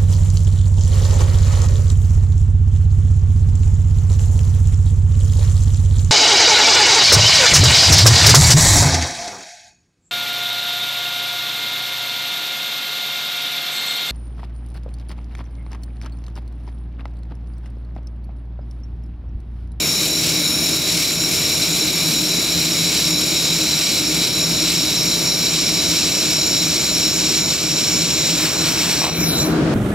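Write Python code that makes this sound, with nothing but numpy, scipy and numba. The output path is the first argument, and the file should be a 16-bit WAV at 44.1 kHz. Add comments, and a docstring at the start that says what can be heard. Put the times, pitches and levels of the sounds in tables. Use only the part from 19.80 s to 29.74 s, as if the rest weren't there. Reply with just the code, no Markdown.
"""In a workshop humming with fans, a handheld laser welder runs left to right along a corner seam, close
to a phone. Shielding gas whistles in the nozzle tube while the melt pool sizzles in step with the
sweeping beam. The pool flares at the edge of the sheet, then the beam stutters off in a run of snaps.
Gas blows a moment longer as the gun swings aside. Last, the phone draws back, air stirs past it
and its gain control lifts the hum."""
import sys
import numpy as np
from scipy import signal
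from scipy.fft import rfft, irfft, next_fast_len
from scipy.io import wavfile
from scipy.ndimage import uniform_filter1d, minimum_filter1d
from numba import njit

SR = 44100
rng = np.random.default_rng(int(sys.argv[2]) if len(sys.argv) > 2 else 0)


def dump_mix(stems):
    """Bounce the given channels to the path in sys.argv[1] as a 16-bit WAV at rate SR."""
    frames = np.atleast_2d(stems).T  # one column per channel
    limited = np.clip(frames, -1, 1)  # hard clip at full scale
    pcm = np.round(limited * 32767).astype(np.int16)
    wavfile.write(sys.argv[1], SR, pcm)


N = 438333
FFT_SIZE = next_fast_len(N, True)
TIME, BIN_HZ = np.arange(N) / SR, np.fft.rfftfreq(FFT_SIZE, 1 / SR)
SEAM_S, BEAM_OFF_S = 9.8, 9.25  # time to cross a full seam length; the beam cuts out

# how alike the phone's two mic ports hear the room: (frequency [Hz], likeness [0-1])
ROOM_LIKENESS = [(60, 1), (300, 0.96), (700, 0.77), (1400, 0.35), (5000, 0)]
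# how alike they hear the gun: (frequency [Hz], likeness [0-1])
GUN_LIKENESS = [(800, 0.73), (2500, 0.94), (7500, 0.95), (9000, 0.54), (11000, 1), (14000, 0.24)]


def undb(db):
    """Decibels to gain."""
    return np.exp(np.asarray(db) * (np.log(10) / 20))


def unit(x):
    """Scale to rms 1."""
    return x / np.sqrt(np.mean(x ** 2))


def curves(table):
    """One automation curve for each value column of a timed table."""
    times, *columns = np.transpose(table)
    return [np.interp(TIME, times, column) for column in columns]


def step(at_s, rise_s):
    """A smooth fade from 0 to 1 centred on at_s."""
    return .5 + .5 * np.tanh(2 * (TIME - at_s) / rise_s)


def walk(rate_hz):
    """Random levels held for 1 / rate_hz and slewed twice; spread near 1."""
    hold = int(SR / rate_hz)
    levels = np.repeat(rng.standard_normal(N // hold + 1), hold)
    return 1.16 * uniform_filter1d(uniform_filter1d(levels, hold), hold)[:N]


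def over_hz(points):
    """Spread (frequency [Hz], value) points over every bin."""
    hz, value = np.transpose(points)
    return np.interp(np.log(BIN_HZ + 1), np.log(hz), value)


def colour(x, gain):
    """Equalise with one gain per bin."""
    return irfft(rfft(x, FFT_SIZE) * gain, FFT_SIZE)[..., :N]


def ports(mid, side, likeness):
    """Left and right from two unrelated sounds of one colour."""
    alike = np.clip(over_hz(likeness), 0, 1)
    mid, side = colour(mid, np.sqrt((1 + alike) / 2)), colour(side, np.sqrt((1 - alike) / 2))
    return np.array([mid + side, mid - side])


def ring(x, hz, width):
    """One resonance, gain 1 at the centre."""
    return signal.lfilter(*signal.iirpeak(hz, hz / width, SR), x)


@njit
def glide(x, hz, width):
    """Stereo state-variable band-pass with a moving centre, gain 1 there."""
    y, band, low = np.empty(x.shape), np.zeros(2), np.zeros(2)
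    for i in range(len(hz)):
        g, damping = np.tan(np.pi * hz[i] / SR), width[i] / hz[i]
        for c in range(2):
            v = (band[c] + g * (x[c, i] - low[c])) / (1 + g * (g + damping))
            band[c], low[c] = 2 * v - band[c], low[c] + 2 * g * v
            y[c, i] = damping * v
    return y


@njit
def delay(x, late):
    """Read x a moving number of samples late, through a windowed sinc."""
    y = np.zeros(len(x))
    for i in range(12, len(x) - 12):
        at = i - late[i] + 1e-6
        j = int(at)
        sine = np.sin(np.pi * (at - j)) / np.pi
        for k in range(-7, 9):
            d = at - j - k
            y[i] += x[j + k] * (1 - 2 * (k & 1)) * sine / d * (1 - (d / 9) ** 2) ** 2
    return y


def workshop():
    """A bed of machine rumble and narrow fan bands; the phone hears more of it as it draws back."""
    # broad rumble: (frequency [Hz], density [dB])
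    rumble = [(25, -51), (45, -26), (70, -12), (110, -14.5), (200, -10.5), (380, -11.5), (500, -16.5),
              (650, -16), (720, -21), (1350, -25.5), (2000, -29), (5000, -35), (9000, -45.5), (15000, -58)]
    # fan bands: (centre [Hz], width [Hz], density [dB])
    fan_bands = [(70, 20, -14.5), (134.6, 23, -8), (165.9, 22.3, 1.1), (238, 11.5, -10.5), (308.3, 28, -1),
                 (632, 31, -16), (1160, 14, -17), (1450, 410, -22.5)]
    # the room leans left: (frequency [Hz], left minus right [dB])
    balance = [(60, 1.5), (250, 2.5), (700, 2.5), (1300, .3)]
    fan_power = sum(undb(2 * db) / (1 + (2 * (BIN_HZ - hz) / width) ** 2) ** 2
                    for hz, width, db in fan_bands)
    lean = undb(over_hz(balance) / 2)
    spectrum = np.sqrt(undb(2 * over_hz(rumble)) + fan_power) * np.array([lean, 1 / lean])
    hum = colour(ports(*rng.standard_normal((2, N)), ROOM_LIKENESS), spectrum)
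    return unit(hum) * undb(-26.5 + 4 * step(at_s=9.55, rise_s=.35))


def gust():
    """A lumpy low rumble as the phone moves through the air."""
    air = ports(*rng.standard_normal((2, N)), ROOM_LIKENESS)
    for _ in range(2):
        air = ring(air, hz=240, width=260)
    return unit(air) * undb(-25 + 2 * walk(rate_hz=110)) * step(at_s=9.66, rise_s=.08)


def beam_snaps():
    """Each snap is a sharp push then a pull; a rough drag rings the sheet edge between them."""
    # the beam switching on and off at the edge: (time [s], level [dB])
    snaps = [(9.2175, -7), (9.2425, -3.5), (9.255, -8.5), (9.2675, -8.5), (9.28, -9), (9.2925, -11),
             (9.2991, -13)]
    # sheet resonances: (centre [Hz], width [Hz], level [dB])
    sheet_modes = [(860, 340, 2), (2270, 900, -5), (4200, 2800, -14)]
    pull_after_s, sharpness_hz = .00062, 2800
    shocks = np.zeros(N)
    for at_s, db in snaps:
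        shocks[int(at_s * SR)] = undb(db)
        shocks[int((at_s + pull_after_s) * SR)] = -undb(db)
    pole = np.exp(-2 * np.pi * sharpness_hz / SR)
    cracks = signal.lfilter([1], [1, -2 * pole, pole ** 2], shocks)
    cracks *= np.max(shocks) / np.max(np.abs(cracks))
    grit = rng.standard_normal(N) * undb(2.9 * rng.exponential(1, N))
    rasp = unit(sum(undb(db) * hz / width * ring(grit, hz, width) for hz, width, db in sheet_modes))
    dragging = step(snaps[0][0], .01) - step(snaps[-1][0], .01)
    return cracks + undb(-29) * dragging * rasp


def pool_surges():
    """The pool surges or falters in brief bell-shaped swells and dips, in dB."""
    # swells (+) and dips (-): (time [s], change [dB], length [s])
    surges = [(0.123, -2, 0.034), (.36, -7, 0.051), (.49, 4.5, 0.094), (.76, -7, 0.11), (1.16, 4.5, 0.11),
              (1.843, 4.5, 0.041), (2.912, 3.5, 0.069), (3.136, 5.5, 0.12), (3.224, 0.5, .04),
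              (3.356, -6, 0.043), (3.556, 4, 0.04), (3.692, 3.5, 0.083), (4.05, 4.5, 0.21),
              (4.424, 5, 0.049), (4.9, 6, 0.069), (5.505, -4, 0.16), (5.762, 5.5, 0.05), (6.203, 3, 0.072),
              (6.65, -4, 0.066), (7.248, -2.5, 0.17), (7.5, 1.5, 0.086), (7.64, -10, .04)]
    change_db = np.zeros(N)
    for at_s, db, length_s in surges:
        width_s = length_s * np.where(TIME < at_s, .94, 1)  # slightly quicker in than out
        change_db += db * np.exp(-((TIME - at_s) / width_s) ** 2)
    return change_db


def melt_pool():
    """Boiling metal spurts under a steadier fizz, throbs with each beam sweep and flares at the edge."""
    # tone of the sizzle: (frequency [Hz], density [dB])
    sizzle_tone = [(500, -22), (1000, -12.5), (2000, -7.5), (2250, 3), (2600, 0.5), (3300, 0), (4350, 3),
                   (4720, 0.5), (5050, 3.5), (6100, 3.5), (6600, -8.5), (7350, 2), (7700, 3), (8300, -7.5),
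                   (10000, -18)]
    # mean sizzle along the seam: (time [s], level [dB])
    sizzle_level = [(0, -27), (2.5, -26.5), (4.5, -26.5), (6.3, -25), (8.5, -23.5)]
    # tone of the high fizz: (frequency [Hz], density [dB])
    fizz_tone = [(7500, -35), (8250, -10), (8570, 0), (9000, -3), (9600, -10), (10300, 1), (10900, 2),
                 (11400, -4), (12600, 3), (13100, 1), (13500, -12), (14100, -2), (14500, -3), (15000, -13),
                 (15700, -16)]
    sweep_hz, edge_s, fade_s = 37.7, 8.57, .06
    at_edge = step(edge_s, rise_s=.04)
    sweep = 2 * np.pi * np.cumsum(sweep_hz * (1 + .033 * walk(5.4))) / SR
    depth = np.clip(.26 - .021 * TIME, 0, 1)
    throb = 1 + depth * (np.cos(sweep) + .18 * np.cos(2 * sweep))
    spit = undb(1.26 * walk(40) + 2.2 * rng.exponential(1, N))
    boil = ports(*(rng.standard_normal((2, N)) * spit * throb), GUN_LIKENESS)

    sizzle_db = curves(sizzle_level)[0] + pool_surges() + .5 * at_edge + .74 * walk(18)
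    sizzle = undb(sizzle_db) * unit(colour(boil, undb(over_hz(sizzle_tone))))
    hollow = .45 * step(at_s=7.6, rise_s=1.2)  # a notch opens near the end of the seam
    sizzle -= hollow * ring(sizzle, hz=4860, width=670)

    fizz = unit(colour(boil, undb(over_hz(fizz_tone))))
    top = colour(fizz, BIN_HZ > 11400)
    fizz = undb(1.3 * walk(8.6)) * (fizz - top) + undb(walk(21)) * top  # two bands flicker apart
    fizz *= undb(-33 - .41 * TIME + 3.5 * at_edge)

    flare_db = -51 + at_edge * (16 - 3 * (TIME - edge_s))
    flare = undb(flare_db) * unit(ring(ring(boil, hz=670, width=1900), hz=1550, width=2700))
    treble = signal.sosfilt(signal.butter(4, 8800, 'high', fs=SR, output='sos'), boil)
    flare_top = undb(-47) * at_edge * unit(treble)
    beam = np.exp(-np.maximum(TIME - BEAM_OFF_S, 0) / fade_s)
    return beam * (sizzle + fizz + flare + flare_top)


def gas_whistle(travel):
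    """Turbulent gas blows the tube's odd modes; warmer gas raises them, and each beams its own way."""
    # modes of the nozzle tube, a pipe shut at one end: (frequency [Hz])
    mode_hz = [2325, 3940, 5507, 7065, 8620, 10450, 12050, 14150, 15150]
    # their voicing: (width [Hz], level [dB], left minus right at seam start [dB], at seam end [dB])
    voicing = [(235, -12, -1, -0.5), (126, -2.5, 1.5, 0), (157, 0.3, -1.3, -1), (191, -5, 2, -4),
               (220, -14.5, 14, 6), (600, -8.5, 2, 0), (500, -13, 9, 5.5), (800, -11.5, 5, 1),
               (900, -42, 1.5, -5)]
    # pitch rise of modes 1, 2, 3 and 4 upward: (along the seam [%], extra once off the sheet [%])
    pitch_rise = [(.3, .3), (1.3, .1), (.4, 1.2), (.1, .6)]
    # bandwidth once off the sheet: (modes 1-4 [factor], upper modes [factor])
    lifted_width = [.7, 1.4]
    # beaming at the phone as the gun turns: (time [s], modes 1, 2, 3, 4, 5-6, 7-9 [dB each])
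    poses = [(0, 2, 2, 0.5, 1, -5, -6), (4.5, 0.5, 2, 0.5, -2, -10, -9.5), (8.3, -3, -1, 2, 2, -12.5, -11),
             (9.15, -21, -4.5, -1.5, -3.5, -27, -26), (9.31, 6, 5.5, 3, -3, -12, -14),
             (9.37, 9.5, 3, -4, -4, -5, -1), (9.43, 4, -5, 4, -2, -12, -2), (9.49, 6, 11, 7, -1, 6.5, 6),
             (9.54, 10, 11.5, 0, 6, 3, 3.5), (9.61, 9, 14, 12, 14.5, 4, 4), (9.66, 10, 4, 6, 0, 4, 3),
             (9.74, 7, 7, -3, 3, 0, -3)]
    # the beaming curve each mode follows: (curve [index])
    pose_of_mode = [0, 1, 2, 3, 4, 4, 5, 5, 5]
    # gas flow as it reaches the phone: (time [s], level [dB])
    flow_level = [(0, -20.5), (3, -19.5), (7.5, -19.5), (8.1, -21), (8.6, -21), (9.2, -20.5), (9.3, -27.5),
                  (9.42, -21), (9.5, -31), (9.58, -32.5), (9.65, -32.5), (9.69, -36.5), (9.74, -43),
                  (9.94, -71)]
    beaming_db = curves(poses)
    turbulence = ports(*rng.standard_normal((2, N)), GUN_LIKENESS)
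    along, lifted = TIME / SEAM_S, step(BEAM_OFF_S, rise_s=.2)
    waver = 1 + .004 * walk(9)
    whistle = np.zeros((2, N))
    for k, (hz, (width, db, start_db, end_db)) in enumerate(zip(mode_hz, voicing)):
        seam_rise, lift_rise = pitch_rise[min(k, 3)]
        pitch = waver * (1 + (seam_rise * along + lift_rise * lifted) / 100)
        spread = 1 + (lifted_width[k > 3] - 1) * lifted
        gain = (-1) ** k * undb(db + beaming_db[pose_of_mode[k]] + 1.1 * walk(25))
        lean = undb((start_db + (end_db - start_db) * travel) / 2)
        whistle += gain * glide(turbulence, hz * pitch, width * spread) * np.array([lean, 1 / lean])
    return unit(whistle) * undb(curves(flow_level)[0])


def gain_control(x):
    """Rides the average level, ducks at once for a peak, holds, then opens up; a little deaf to bass."""
    target_db, squeeze, max_gain_db = -18, .46, 6  # squeeze: share of the gap that is closed
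    average_ms, hold_ms, release_ms, look_ahead_ms = 48, 66, 42, 4
    crest_db = 12.5  # how far a peak may stand over the average
    mid = x.mean(axis=0)
    sidechain = mid - (1 - undb(-26)) * signal.lfilter(*signal.butter(1, 700, fs=SR), mid)
    block = SR // 1000
    blocks = sidechain[:N // block * block].reshape(-1, block)
    trailing = lambda ms: dict(size=ms | 1, origin=ms // 2)
    mean_db = 10 * np.log10(uniform_filter1d(np.mean(blocks ** 2, axis=1), **trailing(average_ms)))
    peak_db = 20 * np.log10(-minimum_filter1d(-np.abs(blocks).max(axis=1), **trailing(hold_ms)))
    want_db = np.minimum(squeeze * (target_db - np.maximum(mean_db, peak_db - crest_db)), max_gain_db)
    gain_db, release = want_db.copy(), np.exp(-1 / release_ms)
    for i in range(1, len(gain_db)):
        gain_db[i] = min(want_db[i], want_db[i] + release * (gain_db[i - 1] - want_db[i]))
    gain_db = uniform_filter1d(gain_db, size=look_ahead_ms + 1)
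    return x * undb(np.interp(np.arange(N) / block + look_ahead_ms, np.arange(len(gain_db)), gain_db))


def scene():
    """The moving gun reaches two close mic ports directly and off the sheets, over the hum."""
    # reflections off the sheets, left port then right port: (delay [ms], gain [factor])
    echoes = [
        [(.26, 0.088), (.62, 0.021)],
        [(.26, 0.12), (.47, 0.14)],
    ]
    lag_ms, swing_db = .036, 2  # left port's lag per seam length; left minus right at full swing
    swing = np.exp(-((TIME - 9.55) / .26) ** 2)  # the gun swings aside and back
    travel = np.minimum(TIME, BEAM_OFF_S) / SEAM_S + .8 * swing  # in seam lengths
    gun = gas_whistle(travel) + melt_pool() + beam_snaps()
    left, right = [direct + sum(gain * np.roll(direct, int(ms * SR / 1000)) for ms, gain in taps)
                   for direct, taps in zip(gun, echoes)]
    left = delay(left, travel * lag_ms * SR / 1000)
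    pan = undb(np.array([swing, -swing]) * swing_db / 2)
    return workshop() + gust() + np.array([left, right]) * pan


def record(dry):
    """The phone rides its gain, rounds the loudest peaks and cuts the top."""
    soft = np.tanh(1.135 * gain_control(dry)) / 1.06
    return signal.sosfilt(signal.ellip(12, .3, 60, 15710, fs=SR, output="sos"), soft)


dry = scene()
out = record(dry)
dump_mix(out)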